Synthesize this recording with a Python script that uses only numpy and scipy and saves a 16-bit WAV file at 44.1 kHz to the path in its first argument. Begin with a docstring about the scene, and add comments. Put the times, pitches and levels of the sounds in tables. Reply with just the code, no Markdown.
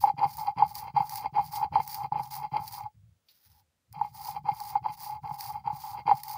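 """A stone roller is pushed back and forth over a grooved slab, close to the microphone in a kitchen.
Most rounds start with knocks and a scrape on bare stone, climb a heap of dry seeds, turn, and crush them
on the way back; halfway through, the roller rests while a hand sweeps the seeds back into a heap.
Random tiny contacts, shaped by each stroke, excite the tones of stone, seeds and slab; knocks, seed bursts
and thuds are single hits, over a hush of filtered noise."""
import sys
import numpy as np
from scipy import signal
from scipy.fft import rfft, irfft, next_fast_len
from scipy.io import wavfile
from scipy.ndimage import map_coordinates

SR = 44100
rng = np.random.default_rng(int(sys.argv[2]) if len(sys.argv) > 2 else 0)


def transcribe(signal):
    """Save signal, clipped to [-1, 1], as a 16-bit WAV file at the path in sys.argv[1]."""
    frames = np.atleast_2d(signal).T
    limited = np.clip(frames, -1, 1)
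    pcm = np.round(limited * 32767).astype(np.int16)
    wavfile.write(sys.argv[1], SR, pcm)


N = 280917

# Strokes from bare stone onto the heap. Each row: start in seconds, stop in seconds,
# scrape length in seconds, then relative levels of scrape, ring and crunch in dB.
INWARD_STROKES = [(0.169, .37, 0.097, -48.5, -41, -51.5), (0.561, .745, 0.084, -47.5, -40.5, -54),
                  (0.941, 1.10, .09, -51, -40, -52), (1.334, 1.515, 0.071, -48.5, -41.5, -53),
                  (1.713, 1.872, .10, -49.5, -48, -53), (2.115, 2.30, 0.095, -53.5, -43.5, -54),
                  (2.518, 2.705, 0.07, -49, -37.5, -50.5), (3.93, 4.135, .145, -59.5, -57, -67.5),
                  (4.443, 4.59, .07, -55, -40.5, -53), (4.831, 4.955, .07, -55.5, -40, -48.5),
                  (5.23, 5.371, 0.036, -55, -38, -51), (5.643, 5.788, .055, -55.5, -39.5, -53),
                  (6.055, 6.225, 0.077, -47, -42, -53.5)]
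# Strokes off the heap, back to bare stone. Each row: start in seconds, stop in seconds, scrape length
# in seconds, relative levels of scrape, ring and crunch in dB, time of most crunch in seconds.
OUTWARD_STROKES = [(0, .122, .09, -50, -33.5, -39.5, .002), (0.365, 0.515, .065, -54, -30.5, -42.5, .39),
                   (0.737, 0.903, 0.043, -48, -32, -44, .775), (1.095, 1.286, 0.0606, -50, -33, -43, 1.16),
                   (1.509, 1.67, 0.06, -48.5, -30, -44, 1.56), (1.861, 2.076, 0.044, -48, -36, -42.5, 1.95),
                   (2.298, 2.477, 0.061, -51.5, -33, -44, 2.345),
                   (2.703, 2.869, 0.086, -79, -34, -42.5, 2.735),
                   (4.124, 4.398, 0.063, -54, -40.5, -45.5, 4.29),
                   (4.573, 4.791, 0.046, -47.5, -37, -47, 4.69),
                   (4.962, 5.183, 0.068, -62.5, -38, -46.5, 5.08),
                   (5.372, 5.606, 0.02, -52, -35.5, -44.5, 5.47),
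                   (5.785, 6.023, .055, -50, -36.5, -48, 5.90), (6.214, 6.47, .06, -58, -37.5, -47, 6.33)]
# The stone's low note under a sliding roller. Each row: frequency in Hz, relative level in dB per Hz.
HOLLOW_NOTE = [(200, -46), (600, -44), (720, -29), (770, -11), (802, -3), (850, 2.5), (915, -7.5),
               (1100, -20), (1350, -30.5), (1700, -43), (3000, -65.5), (6000, -96)]
# The tone of breaking seeds. Each row: frequency in Hz, relative level in dB per Hz.
CRUNCH_TONE = [(600, -37), (1300, -16.5), (1800, -11.5), (2130, -10.5), (2300, -11.5), (3300, -25.5),
               (4150, -7.5), (4700, 2.5), (5500, -6), (7700, -14.5), (10300, -5.5), (13700, -10.5),
               (14700, 6.5), (15500, 0.5)]
BITE_S, LIFT_S = 0.024, 0.042  # the roller takes hold, and lets go
TURN_S, COAST_S = 0.021, 0.03  # stopping or starting on the heap; sliding on after the last scrape


def amp(db):
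    """Decibels to gain."""
    return 10 ** (np.asarray(db) / 20)


def unit(x):
    """Scale to rms 1."""
    return x / np.sqrt(np.mean(x ** 2) + 1e-20)


def gains(table):
    """One gain per sample for each dB column; -120 dB outside the table's times."""
    s, *columns = np.transpose(table)
    t = np.arange(N) / SR
    return [amp(np.interp(t, s, column, left=-120, right=-120)) for column in columns]


def response(points):
    """The causal, minimum-phase impulse response that has a given (Hz, dB) spectrum."""
    size = 4096
    hz, db = np.transpose(points)
    level_db = np.interp(np.log(np.fft.rfftfreq(size, 1 / SR) + 1), np.log(hz), db)
    cepstrum = irfft(np.log(amp(level_db) + 1e-6))
    # fold the second half onto the first, so that nothing sounds before the blow
    cepstrum[1:size // 2] *= 2
    cepstrum[size // 2 + 1:] = 0
    return irfft(np.exp(rfft(cepstrum)))


def coloured(x, points):
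    """x through a body with this spectrum, about keeping its power if x is noise-like."""
    ring = response(points)
    return signal.fftconvolve(x, ring / np.linalg.norm(ring))[:N]


def resonate(x, modes):
    """Noise-like x through damped modes twice, for deep valleys between them; about keeps its power."""
    t = np.arange(SR // 40) / SR
    once = np.zeros(len(t))
    for hz, width_hz, db in modes:
        decay = np.exp(-np.pi * width_hz * t)
        once += amp(db) * width_hz * decay * np.cos(2 * np.pi * hz * t)
    once[0] /= 2
    twice = signal.fftconvolve(once, once)
    return signal.fftconvolve(x, twice / np.linalg.norm(twice))[:N]


def wobble(rate):
    """A smooth random curve, rate knots a second."""
    return map_coordinates(rng.standard_normal(N // 8), [np.arange(N) * rate / SR], mode="mirror")


def grit(rate, spread_db):
    """Tiny contacts at random moments, about rate a second, with scattered sizes, at rms 1."""
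    touches = rng.random(N) < rate / SR
    signs = rng.choice([-1, 1], N)
    sizes = amp(spread_db * rng.standard_normal(N))
    return unit(touches * signs * sizes)


def add(out, s, db, sound):
    """Mix in a sound at time s with this peak level."""
    part = out[round(s * SR):][:len(sound)]
    part += amp(db) * sound[:len(part)] / np.abs(sound).max()


def swell(start, stop, rise_s, fall_s):
    """A gain that rises smoothly from start, holds, and has fallen by stop."""
    gain = np.zeros(N)
    during = np.arange(max(0, int(start * SR)), min(N, int(stop * SR)))
    up = np.clip((during / SR - start) / rise_s, 0, 1)
    down = np.clip((stop - during / SR) / fall_s, 0, 1)
    gain[during] = (up * (2 - up) * down * (2 - down)) ** 2
    return gain


def contact():
    """Gains of ring and rasp: the roller scrapes bare stone, slows onto the seeds, gathers speed again."""
    slowing_db = 9  # ring lost as the roller slows on the way in
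    gather_db, gather_s = 10.5, 0.17  # ring regained on the way out, and in what time
    brake_s = 0.13  # braking on the way out
    scrape_ring_db = 17.5  # the low note over the rasp on bare stone
    slide_rasp_db = -22  # the rasp under the low note while seeds cushion the roller
    t = np.arange(N) / SR
    scrape, slide = np.zeros((2, N))
    for start, stop, scrape_s, scrape_db, ring_db, _ in INWARD_STROKES:
        scrape += amp(scrape_db) * swell(start, start + scrape_s + LIFT_S / 2, BITE_S, LIFT_S)
        speed_db = np.interp(t, [start + scrape_s, stop], [0, -slowing_db])
        slide += amp(ring_db + speed_db) * swell(start - TURN_S / 2, stop + TURN_S / 2, BITE_S, TURN_S)
    for start, stop, scrape_s, scrape_db, ring_db, *_ in OUTWARD_STROKES:
        scrape += amp(scrape_db) * swell(stop - scrape_s, stop, BITE_S, LIFT_S)
        speed_db = np.interp(t, [start, start + gather_s], [-gather_db, 0])
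        slide += amp(ring_db + speed_db) * swell(start, stop + COAST_S, TURN_S, brake_s)
    ring = np.hypot(slide, amp(scrape_ring_db) * scrape)
    rasp = np.hypot(scrape, amp(slide_rasp_db) * slide)
    return ring, rasp


def roller():
    """Bumps over the grooves ring the stone's low note; finer grit rasps in its higher modes."""
    # The stone's higher modes. Each row: frequency in Hz, width in Hz, relative level in dB.
    rasp_modes = [(2157, 86, 5.5), (2396, 230, 3), (2675, 200, -2.5), (3136, 190, 0), (4106, 180, 0.5),
                  (4610, 250, 0), (4648, 120, -6.5), (6120, 260, -18.5), (9800, 1800, -11.5),
                  (15100, 1100, -9.5)]
    # The dull rub of bare stone. Each row: frequency in Hz, relative level in dB per Hz.
    rub_tone = [(120, -28), (240, 4), (310, -4), (420, 1), (700, 1), (1250, -9), (1700, -11.5),
                (2800, -13.5), (5000, -44)]
    ring, rasp = contact()
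    bumps = grit(rate=840, spread_db=4.5) * unit(amp(2.2 * wobble(rate=35)))
    hollow = coloured(ring * bumps, HOLLOW_NOTE)
    fine_grit = grit(rate=4300, spread_db=8.5) * unit(amp(3.1 * wobble(rate=100)))
    rasping = resonate(rasp * fine_grit, rasp_modes)
    # the dull rub needs firm contact of bare stone
    firm = rasp / np.hypot(rasp, amp(-48.0))
    rub = coloured(firm * rasp * grit(rate=4700, spread_db=9.5), rub_tone)
    return amp(0.5) * hollow + amp(-0.5) * rasping + amp(4.5) * rub


def heap():
    """Gain of the crunch: it grows up the heap, dips at the turn, peaks on the way back and fades."""
    climb_s, climb_db = 0.12, 36.5  # onto the heap: time, and growth of the crunch
    build_db_per_s, leave_db = 70, 45  # build-up after the turn, then the fall by the stop
    dust = amp(-77.5)  # crunch of the powder left on bare stone
    t, crunch = np.arange(N) / SR, np.zeros(N)
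    for start, stop, *_, db in INWARD_STROKES:
        growth_db = np.interp(t, [start, start + climb_s], [-climb_db, 0])
        crushed = amp(db + growth_db) + dust
        crunch += crushed * swell(start - COAST_S, stop + TURN_S / 2, BITE_S, LIFT_S)
    for start, stop, *_, db, peak in OUTWARD_STROKES:
        build_db = -build_db_per_s * np.maximum(peak - t, 0)
        fade_db = -leave_db * np.clip((t - peak) / (stop - peak), 0, 1) ** 1.47
        crushed = amp(db + build_db + fade_db) + dust
        crunch += crushed * swell(start, stop + COAST_S, TURN_S, LIFT_S)
    return crunch


def crushing():
    """Seeds crumble in clumps of tiny fractures, with coarser husk crackle; light pressure breaks few."""
    crunch = heap() * amp(1.8 * wobble(rate=22))
    breaking = crunch / np.hypot(crunch, amp(-76))
    fractures = grit(rate=12000, spread_db=6.5) * unit(amp(2.6 * wobble(rate=270)))
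    splits = grit(rate=3000, spread_db=2.5)
    husks = splits * unit(amp(5.4 * np.minimum(wobble(rate=160), 2)))
    powder = coloured(breaking * crunch * fractures, CRUNCH_TONE)
    husk_tone = [(1000, -31.0), (2500, -5), (4700, 1.5), (7000, -4.5), (12000, -14.0)]  # Hz, dB per Hz
    crackle = coloured(breaking * crunch * husks, husk_tone)
    return amp(3.0) * powder + amp(-11.5) * crackle


def load():
    """Gain and middle pitch of the shudder: the weight on the slab eases over the heap near each turn."""
    weight_db, eased_most_db = -49.5, -6.5  # relative level while leaning, and its change in mid-stroke
    lean_s, overhang_s = 0.17, 0.025  # leaning begins before the turn, and lasts past the stop
    ease_lag_s, ease_s = 0.04, 0.11  # lightest just after the turn: delay, half-width
    lighten_db_per_s = 0.62  # the leaning slowly lightens
    slab_hz, slab_hz_per_db = 130.2, 0.46  # the slab shudders higher under more weight
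    t, weight, pitch = np.arange(N) / SR, np.zeros(N), np.full(N, slab_hz)
    for turn, stop, *_ in OUTWARD_STROKES:
        eased_db = eased_most_db * np.exp(-((t - turn - ease_lag_s) / ease_s) ** 2)
        held = amp(weight_db + eased_db) * swell(turn - lean_s, stop + overhang_s, BITE_S, LIFT_S)
        pitch = np.where(held > weight, slab_hz + slab_hz_per_db * eased_db, pitch)
        weight = np.maximum(weight, held)
    return weight * amp(-lighten_db_per_s * t), pitch


def shudder(hz):
    """The slab's low vibration, unsteady in pitch and strength, at rms 1."""
    pitch = hz * (1 + 0.11 * wobble(rate=26))
    flutter = amp(4.5 * wobble(rate=60))
    return unit(np.sin(2 * np.pi * np.cumsum(pitch) / SR) * flutter)


def slab():
    """Shifting weight makes the heavy slab shudder at a wandering pitch and thud dully on the ground."""
    # Weight shifts around the rest. Each row: start in seconds, stop in seconds,
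    # relative shudder level in dB, middle pitch in Hz.
    shifts = [(2.92, 3.25, -56.5, 104), (3.448, 3.78, -64, 88.05), (3.872, 4.21, -57.5, 99.6)]
    # The roller tips onto another face and jolts the slab. Each row: time in seconds, relative peak in dB.
    tips = [(.138, -41.5), (.183, -40), (0.254, -37), (.564, -39.5), (.575, -38.5), (.630, -37.5),
            (0.941, -39), (1.001, -35), (1.325, -42.5), (1.387, -43), (1.718, -39.5), (1.790, -40.5),
            (2.034, -42), (2.118, -37), (2.203, -41), (2.522, -36.5), (2.599, -43.5), (4.443, -41),
            (4.516, -38), (4.820, -46), (4.896, -45.5), (5.237, -45), (5.312, -41), (5.657, -42.5),
            (5.73, -40), (6.056, -38.5), (6.136, -39)]
    # The slab's rumble. Each row: frequency in Hz, relative level in dB per Hz.
    rumble_tone = [(20, -36.5), (45, -17), (75, -1), (110, -4), (140, -6.5), (175, -5.5), (220, -17.5),
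                   (300, -36), (600, -71)]
    # A jolt of the slab. Each row: frequency in Hz, relative level in dB per Hz.
    jolt_tone = [(25, -34.5), (70, -20.5), (115, 2), (145, 9), (175, -0.5), (215, -14.5), (330, -16.5),
                 (600, -38), (1500, -88)]
    weight, hz = load()
    for start, stop, db, low_hz in shifts:
        held = amp(db) * swell(start, stop, rise_s=0.04, fall_s=0.31)
        hz = np.where(held > weight, low_hz, hz)
        weight = np.maximum(weight, held)
    # under little weight the slab mostly shudders; the broad rumble needs pressure
    pressed = weight / np.hypot(weight, amp(-60))
    rumble = coloured(pressed * weight * grit(rate=700, spread_db=0.5), rumble_tone)
    thuds = np.zeros(N)
    for s, db in tips:
        add(thuds, s, db, response(jolt_tone))
    return amp(-2.0) * weight * shudder(hz) + amp(-2.5) * rumble + amp(1.0) * thuds


def room():
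    """The faint hush of the kitchen: steady noise, strongest in the bass."""
    # The hush. Each row: frequency in Hz, relative level in dB per Hz.
    hush_tone = [(15, -39.5), (25, -24), (87, -3.5), (344, -15.5), (405, -19), (503, -13), (545, -14.5),
                 (754, -18), (7920, -25), (16000, -30.5)]
    return amp(-79.5) * coloured(rng.standard_normal(N), hush_tone)


def knocks():
    """Each drop of the roller chatters briefly and rings the stone, a little higher or lower by contact."""
    # The roller drops onto the slab. Each row: time in seconds, relative peak in dB.
    drops = [(.038, -10), (.056, -28), (.072, -22.5), (.099, -20), (.186, -43), (.195, -32), (.213, -25),
             (.220, -25.5), (.229, -16), (.239, -14), (.480, -22), (.604, -19.5), (.622, -10), (.633, -24),
             (.963, -17), (.974, -16.5), (1.004, -16.5), (1.257, -22), (1.358, -28.5), (1.381, -14.5),
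             (1.393, -16), (1.644, -26.5), (1.756, -12), (1.766, -16.5), (1.792, -27), (1.800, -20),
             (2.044, -26.5), (2.121, -19.5), (2.156, -24), (2.195, -23), (2.559, -23.5), (4.012, -16),
             (4.047, -28), (4.285, -29.5), (4.363, -27.5), (4.487, -17.5), (4.754, -15), (4.860, -22.5),
             (5.310, -27), (5.673, -21), (6.077, -16.5), (6.086, -24.5), (6.093, -15.5), (6.112, -8.5),
             (6.116, -11)]
    # The stone's low note under a knock. Each row: frequency in Hz, relative level in dB per Hz.
    stone_note = [(150, -52.5), (300, -50.5), (480, -33.5), (660, -39), (735, -26.5), (775, -8.5), (805, 2),
                  (855, 0.5), (920, -6), (1100, -23.5), (1500, -43), (2200, -51), (3500, -71.5),
                  (8000, -93)]
    out, t = np.zeros(N), np.arange(SR // 60) / SR
    for (s, db), shift in zip(drops, rng.standard_normal(len(drops))):
        # one sharp blow, then chatter that falls 60 dB in 52 ms and is cut off sooner
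        blow = 0.022 * rng.standard_normal(len(t)) * amp(-60 * t / 0.052)
        blow[0] = 1
        ring = response([(hz * (1 + 0.0074 * shift), level) for hz, level in stone_note])
        add(out, s, db, signal.fftconvolve(blow, ring))
    return amp(1.0) * out


def bursts():
    """A whole seed snaps and its pieces crumble right after: noise with a fast and a slower decay."""
    # Single seeds burst. Each row: time in seconds, relative peak in dB.
    snaps = [(0.3702, -23.5), (0.7534, -20), (1.0949, -23), (1.1568, -18), (1.8766, -21.5), (1.945, -17),
             (2.6783, -24.5), (3.927, -33.5), (4.6023, -24), (5.4081, -22), (5.8048, -34), (5.8408, -36.5),
             (6.2342, -20.5)]
    out, t = np.zeros(N), np.arange(SR // 20) / SR
    snap, crumble = amp(-60 * t / 0.012), amp(-21) * amp(-60 * t / 0.05)
    for s, db in snaps:
        noise = (snap + crumble) * rng.standard_normal(len(t))
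        add(out, s, db, signal.fftconvolve(noise, response(CRUNCH_TONE)))
    return amp(-1.0) * out


def hand():
    """The palm lands with a small scuff, and loose seeds drag over the grooves in uneven patches."""
    # The hand gathers seeds. Each row: time in seconds, relative levels of rustle and of slab ring in dB.
    sweep = [(3.2, -98, -100), (3.258, -86.5, -102), (3.294, -62.5, -81), (3.326, -65, -99),
             (3.46, -64, -74), (3.604, -65.5, -63.5), (3.648, -100.5, -102), (3.72, -98.5, -102)]
    # Swept seeds. Each row: frequency in Hz, relative level in dB per Hz.
    rustle_tone = [(700, -33.5), (1400, -11.5), (2100, -13), (2800, -15.5), (3500, -11.5), (5200, -4.5),
                   (7900, -23), (10500, -9), (13000, -14), (14800, 2), (15500, -5.5)]
    rustle, ring = gains(sweep)
    tumbling = grit(rate=2600, spread_db=4)
    seeds = coloured(rustle * tumbling * unit(amp(1.7 * wobble(rate=57))), rustle_tone)
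    scuff, t = np.zeros(N), np.arange(SR // 10) / SR
    # noise that falls 60 dB in 0.18 s, cut off at 0.1 s
    add(scuff, 3.285, -50, rng.standard_normal(len(t)) * amp(-60 * t / 0.18))
    scuff_tone = [(1200, -29), (2900, -3.5), (4500, 6), (7000, -19), (15000, -24)]  # Hz, dB per Hz
    scuff = coloured(scuff, scuff_tone)
    hollow = coloured(ring * grit(rate=820, spread_db=1.5), HOLLOW_NOTE)
    return amp(-0.5) * seeds + scuff + amp(-4.5) * hollow


def surroundings(x):
    """The floor and nearby things send back twelve weak echoes within 2 to 16 ms."""
    delay, size = rng.random((2, 12))
    echoes = np.zeros(SR // 10)
    for s, db in zip(0.002 + 0.014 * delay, -6 * size):
        echoes[round(s * SR)] += amp(db - 60 * s / 0.061) * rng.choice([-1, 1])
    return x + amp(-12) * signal.fftconvolve(x, echoes / np.linalg.norm(echoes))[:N]


def scene():
    """The grinding stone over the hush of the kitchen; knocks and slab come without the echoes."""
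    hush = room()
    echoed = surroundings(roller() + crushing() + bursts() + hand())
    return (echoed + knocks() + slab() + hush)[None]


def record(dry):
    """The sound is limited to below 15.6 kHz."""
    top_hz = 15600
    size = next_fast_len(N + SR // 2)
    kept = np.fft.rfftfreq(size, 1 / SR) < top_hz
    return irfft(rfft(dry, size) * kept, size)[..., :N]


dry = scene()
out = record(dry)
transcribe(out)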